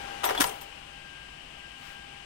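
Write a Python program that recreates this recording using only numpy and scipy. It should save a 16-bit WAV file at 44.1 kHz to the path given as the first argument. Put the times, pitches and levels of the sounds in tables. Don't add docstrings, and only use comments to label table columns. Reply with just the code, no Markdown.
import sys
import numpy as np
from scipy import signal
from scipy.fft import rfft, irfft
from scipy.io import wavfile
from scipy.ndimage import uniform_filter1d

SR = 44100
rng = np.random.default_rng(int(sys.argv[2]) if len(sys.argv) > 2 else 0)


def wrap_up_sound(samples):
    columns = np.atleast_2d(samples).T
    tamed = np.clip(columns, -1, 1)
    steps = np.round(tamed * 32767).astype(np.int16)
    wavfile.write(sys.argv[1], SR, steps)


N = 99225


def amp(db):
    return 10 ** (np.asarray(db) / 20)


def unit(x):
    return x / np.sqrt(np.mean(x ** 2) + 1e-20)


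def read(points, hz, axis=1):
    p = np.array(points, float)
    return np.interp(np.log(hz + 1), np.log(p[:, 0] + 1), p[:, axis])


def follow(points, t):
    return np.interp(t, *np.transpose(points))


def add(mix, start_s, sound):
    part = mix[..., round(start_s * SR):][..., :sound.shape[-1]]
    part += sound[..., :part.shape[-1]]


def colour(x, db_at, size=4096):
    hz = abs(np.fft.fftfreq(size, 1 / SR))
    log_gain = np.log(amp(db_at(hz)))
    response = np.exp(np.conj(signal.hilbert(log_gain)))
    taps = np.fft.ifft(response).real[:size // 2]
    return signal.fftconvolve(x, taps[None], axes=1)[:, :x.shape[1]]


def wander(rate_hz):
    hz = np.fft.rfftfreq(N, 1 / SR)
    slow = rfft(rng.standard_normal(N)) / (1 + (hz / rate_hz) ** 2)
    return unit(irfft(slow, N))


PATCHY_DB = 0.5


def air(spectrum, size=1024):
    overlap = size * 3 // 4
    z = signal.stft(rng.standard_normal((2, N)), SR, nperseg=size, noverlap=overlap)[2]
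    patches = uniform_filter1d(rng.standard_normal(z.shape[1:]), size=12, axis=0)
    patches = unit(uniform_filter1d(patches, size=6, axis=1))
    x = signal.istft(z * amp(PATCHY_DB * patches), nperseg=size, noverlap=overlap)[1][:, :N]
    gain = amp(read(spectrum, np.fft.rfftfreq(N, 1 / SR)))
    return unit(irfft(rfft(x) * gain, N))


# pitch in Hz, relative level in dB.
FAN_COLOUR = [(24, -3), (36, -2.5), (52, 3), (92, -10.5), (150, -7), (280, -8), (470, -14.5), (700, -6),
              (1200, -9.5), (1900, -8.5), (3000, 2.5), (3220, -2.5), (3400, -9.5), (5000, -16),
              (6800, -21.5), (8400, -20), (11000, -31.5), (16000, -44)]
FANS_DB = -44.5


def fans():
    return amp(FANS_DB) * air(FAN_COLOUR)


# pitch in Hz, relative level in dB.
DRIVE_COLOUR = [(40, -3), (200, -5.5), (700, 3), (2000, -1.5), (3000, -0.5), (3700, -8), (10000, -18.5),
                (16000, -32.5)]
# time in seconds, level in dB.
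DRIVE_LOUDNESS = [(0, -38.5), (.21, -39.5), (.45, -34), (.6, -46.5), (.8, -49), (1.1, -51.5)]


def drive():
    t = np.arange(N) / SR
    return amp(follow(DRIVE_LOUDNESS, t)) * air(DRIVE_COLOUR)


# time in seconds, level in dB.
WHINE_LOUDNESS = [(.2, -41.5), (.45, -44), (.7, -52.5), (1.3, -62.5), (1.9, -53.5)]
# time in seconds, level in dB.
OCTAVE_LOUDNESS = [(0, -45.5), (.86, -60.5), (.95, -50.5), (1.23, -49), (1.38, -54), (1.46, -70),
                   (1.56, -54), (1.65, -50.5), (1.76, -56.5), (1.8, -50), (1.83, -56), (1.97, -48),
                   (2.1, -54)]
# pitch in Hz, level in dB.
BEARING_TONES = [(145.3, -64.5), (5066, -71), (8010, -70.5), (8172, -74.5)]
WHINE_HZ, WAVER, WAVER_HZ = 798.6, 0.00075, 13.0
SHIMMER_DB, SHIMMER_HZ = 1.7, 16


def spindle():
    t = np.arange(N) / SR
    clock = np.cumsum(1 + WAVER * wander(WAVER_HZ)) / SR
    whine = (WHINE_HZ, follow(WHINE_LOUDNESS, t))
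    octave = (2 * WHINE_HZ, follow(OCTAVE_LOUDNESS, t))
    z = 0
    for hz, db in [whine, octave] + list(BEARING_TONES):
        z = z + amp(db + SHIMMER_DB * wander(SHIMMER_HZ)) * np.exp(2j * np.pi * hz * clock)
    return np.sqrt(2) * np.array([z.real, z.imag])


# pitch in Hz, gain in dB.
STRIKE_COLOUR = [(40, -23), (180, -6.5), (250, 1), (450, 8.5), (900, 15), (1800, 10.5), (2400, 5.5),
                 (3300, 9), (4300, 3.5), (5700, 3), (7000, 0), (9500, 2.5), (16000, -4)]
MID_HZ, TREBLE_HZ = 2060, 7460
GRAIN_DB = 2.5


def rattle(t, level_db, treble_db, t60_s):
    roughness = unit(uniform_filter1d(rng.standard_normal(len(t)), size=16))
    grains = unit(rng.standard_normal((2, len(t))) * amp(GRAIN_DB * roughness))
    tilt = [(MID_HZ, 0), (TREBLE_HZ, treble_db)]
    fading = grains * amp(level_db - 60 * t / t60_s)
    return colour(fading, lambda hz: read(STRIKE_COLOUR, hz) + read(tilt, hz))


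# pitch in Hz, relative level in dB.
FRAME_TONES = [(385, -4), (440, -2.5), (511, -5.5), (640, -1), (738, 2.5), (795, 1.5), (944, -2),
               (987, 0.5), (1212, -4.5), (1275, -8.5), (1382, -2.5), (1876, -1.5)]
FRAME_T60_S, RING_SPREAD_OCT = 0.13, 0.6


def frame_ring(t, ring_db, ring_hz):
    ring = 0
    for hz, db in FRAME_TONES:
        nearness = np.exp(-.5 * (np.log2(hz / ring_hz) / RING_SPREAD_OCT) ** 2)
        tone = np.sin(2 * np.pi * (hz * t + rng.random((2, 1))))
        ring = ring + amp(ring_db + db - 60 * t / FRAME_T60_S) * nearness * tone
    return ring


# start in seconds, rattle level in dB before colouring,
# its extra treble in dB, its 60 dB fading time in seconds, frame ringing in dB, pitch that rings most in Hz.
ACTUATOR_BLOWS = [(0.2324, -27.5, -5.5, 0.13, -30.5, 1440), (.24, -22.5, 0, 0.1, -29.5, 614),
                  (.26, -28, -10, 0.15, -26.5, 670), (.288, -27.5, -3.5, 0.15, -26, 800),
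                  (.305, -26.5, -8, 0.072, -25, 440), (.347, -28.5, -8.5, 0.11, -48, 1100),
                  (.374, -40, 5, 0.27, -28.5, 805), (.3995, -27.5, 7, .14, -31.5, 800),
                  (.4048, -20, 3.5, 0.055, -28.5, 1150), (.413, -24, 7.5, 0.1, -25, 1740),
                  (0.4384, -19, -1, 0.033, -27, 870), (.462, -46, 13, .09, -36.5, 830),
                  (.492, -37.5, 10, 0.038, -33.5, 524), (.61, -47.5, 9.5, .12, -51, 1200)]
RISE_S = 0.0035


def add_blows(mix):
    t = np.arange(SR // 2) / SR
    for start_s, level_db, treble_db, t60_s, ring_db, ring_hz in ACTUATOR_BLOWS:
        sound = rattle(t, level_db, treble_db, t60_s) + frame_ring(t, ring_db, ring_hz)
        add(mix, start_s, sound * np.minimum(t / RISE_S, 1))


# pitch in Hz, time to fade by 60 dB in seconds.
CABINET_FADE = [(500, 0.76), (2000, 0.29), (14000, 0.44)]


def cabinet(x, gap_s=0.006, size=256):
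    hz, t, z = signal.stft(rng.standard_normal((2, SR)), SR, nperseg=size)
    fade = amp(-60 * t / read(CABINET_FADE, hz)[:, None])
    tail = signal.istft(z * fade, SR, nperseg=size)[1]
    tail = tail * np.minimum(np.arange(tail.shape[1]) / SR / gap_s, 1) ** 2
    return signal.fftconvolve(x, tail / np.linalg.norm(tail[0]), axes=1)[:, :N]


PING_RISE_S, PING_T60_S = 0.004, 0.085
PING_CHATTER_DB, PING_JITTER = 2.5, 0.007


def ping(hz, db):
    t = np.arange(SR // 4) / SR
    chatter, jitter = (unit(uniform_filter1d(rng.standard_normal(len(t)), size=90)) for _ in range(2))
    turns = np.cumsum(hz * (1 + PING_JITTER * jitter)) / SR + rng.random((2, 1))
    level = amp(db + PING_CHATTER_DB * chatter - 60 * t / PING_T60_S)
    return np.minimum(t / PING_RISE_S, 1) * level * np.sin(2 * np.pi * turns)


# start in seconds, pitch in Hz, level in dB.
PART_PINGS = [(.241, 9400, -29), (0.25, 12715, -22), (0.25, 8030, -27.5), (.25, 15130, -31),
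              (0.27, 5900, -29.5), (.271, 13370, -28.5), (.3745, 3370, -21), (.468, 8780, -29),
              (.466, 10200, -31), (0.46, 8270, -29), (0.45, 12850, -30), (.425, 14000, -28),
              (0.61, 13500, -38)]


def add_small_parts(mix):
    for start_s, hz, db in PART_PINGS:
        add(mix, start_s, ping(hz, db))


# start in seconds, level in dB.
HARD_STRIKES = [(.2412, -24), (0.2588, -26), (.297, -23), (0.4082, -11), (0.4188, -23.5), (0.4424, -14.5)]
CONTACT_T60_S = 0.012


def add_contacts(mix):
    t = np.arange(SR // 2) / SR
    for start_s, db in HARD_STRIKES:
        crack = colour(rng.standard_normal((2, len(t))), lambda hz: read(STRIKE_COLOUR, hz))
        add(mix, start_s, unit(crack) * amp(db - 60 * t / CONTACT_T60_S))


THUMP_S, THUMP_HZ, THUMP_DB = 0.409, 284.5, -20
THUMP_SWELL_S, THUMP_FADE_S = 0.0086, 0.0037


def thump():
    t = np.arange(N) / SR - THUMP_S
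    shape = np.exp(-abs(t) / np.where(t < 0, THUMP_SWELL_S, THUMP_FADE_S))
    turn = 2 * np.pi * THUMP_HZ * t
    return amp(THUMP_DB) * shape * np.array([np.cos(turn), np.sin(turn)])


# pitch in Hz, level in dB.
STOP_TONES = [(990, -24.5), (1674, -19.5), (5749, -22), (8441, -24), (10120, -26.5)]
SLAM_S = 0.406


def add_end_stop(mix):
    for hz, db in STOP_TONES:
        add(mix, SLAM_S, ping(hz, db))


BLOWS_WET_DB, PING_WET_DB = -12, -22


def clacks():
    blows, pings = np.zeros((2, 2, N))
    add_blows(blows)
    add_small_parts(pings)
    add_contacts(blows)
    add_end_stop(pings)
    reflections = cabinet(amp(BLOWS_WET_DB) * blows + amp(PING_WET_DB) * pings)
    return blows + pings + thump() + reflections


# pitch in Hz, relative level in dB.
PUFF_COLOUR = [(200, -50), (1200, 5.5), (2500, 2), (15000, -17)]
PUFF_S, PUFF_WIDTH_S, PUFF_DB = 1.877, 0.059, -47


def puff():
    t = np.arange(N) / SR
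    swell = np.exp(-.5 * ((t - PUFF_S) / PUFF_WIDTH_S) ** 2)
    return amp(PUFF_DB) * swell * air(PUFF_COLOUR)


def hum():
    return fans() + drive() + spindle() + puff()


# pitch in Hz, level against the left in dB for the clacks,
# the same in dB for the hum, likeness to the left from 0 to 1.
RIGHT_PORT = [(106, 5.5, -0.5, 1), (324, -3, -2, 0.97), (770, -7, -10.5, 0.83), (866, -3, -10.5, 0.23),
              (3400, -3, -11.5, 0.099), (4860, -14, -22.5, 0.52), (6000, -12.5, -17, 0.32),
              (7640, -23.5, -28, 0.24), (16000, -25, -22, .25)]
PORT_DELAY_S = 0.00058


def ports(x, axis):
    hz = np.fft.rfftfreq(2 * N, 1 / SR)
    left, other = rfft(x, 2 * N)
    same = np.clip(read(RIGHT_PORT, hz, axis=3), 0, 1)
    later = left * np.exp(-2j * np.pi * hz * PORT_DELAY_S)
    right = same * later + np.sqrt(1 - same ** 2) * other
    right = right * amp(read(RIGHT_PORT, hz, axis=axis))
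    return np.array([x[0], irfft(right)[:N]])


def scene():
    return ports(hum(), axis=2) + ports(clacks(), axis=1)


EDGE_HZ = 15850


def record(dry):
    low_pass = signal.firwin(1023, EDGE_HZ, window=("kaiser", 9), fs=SR)
    return signal.oaconvolve(dry, low_pass[None], "same")


dry = scene()
out = record(dry)
wrap_up_sound(out)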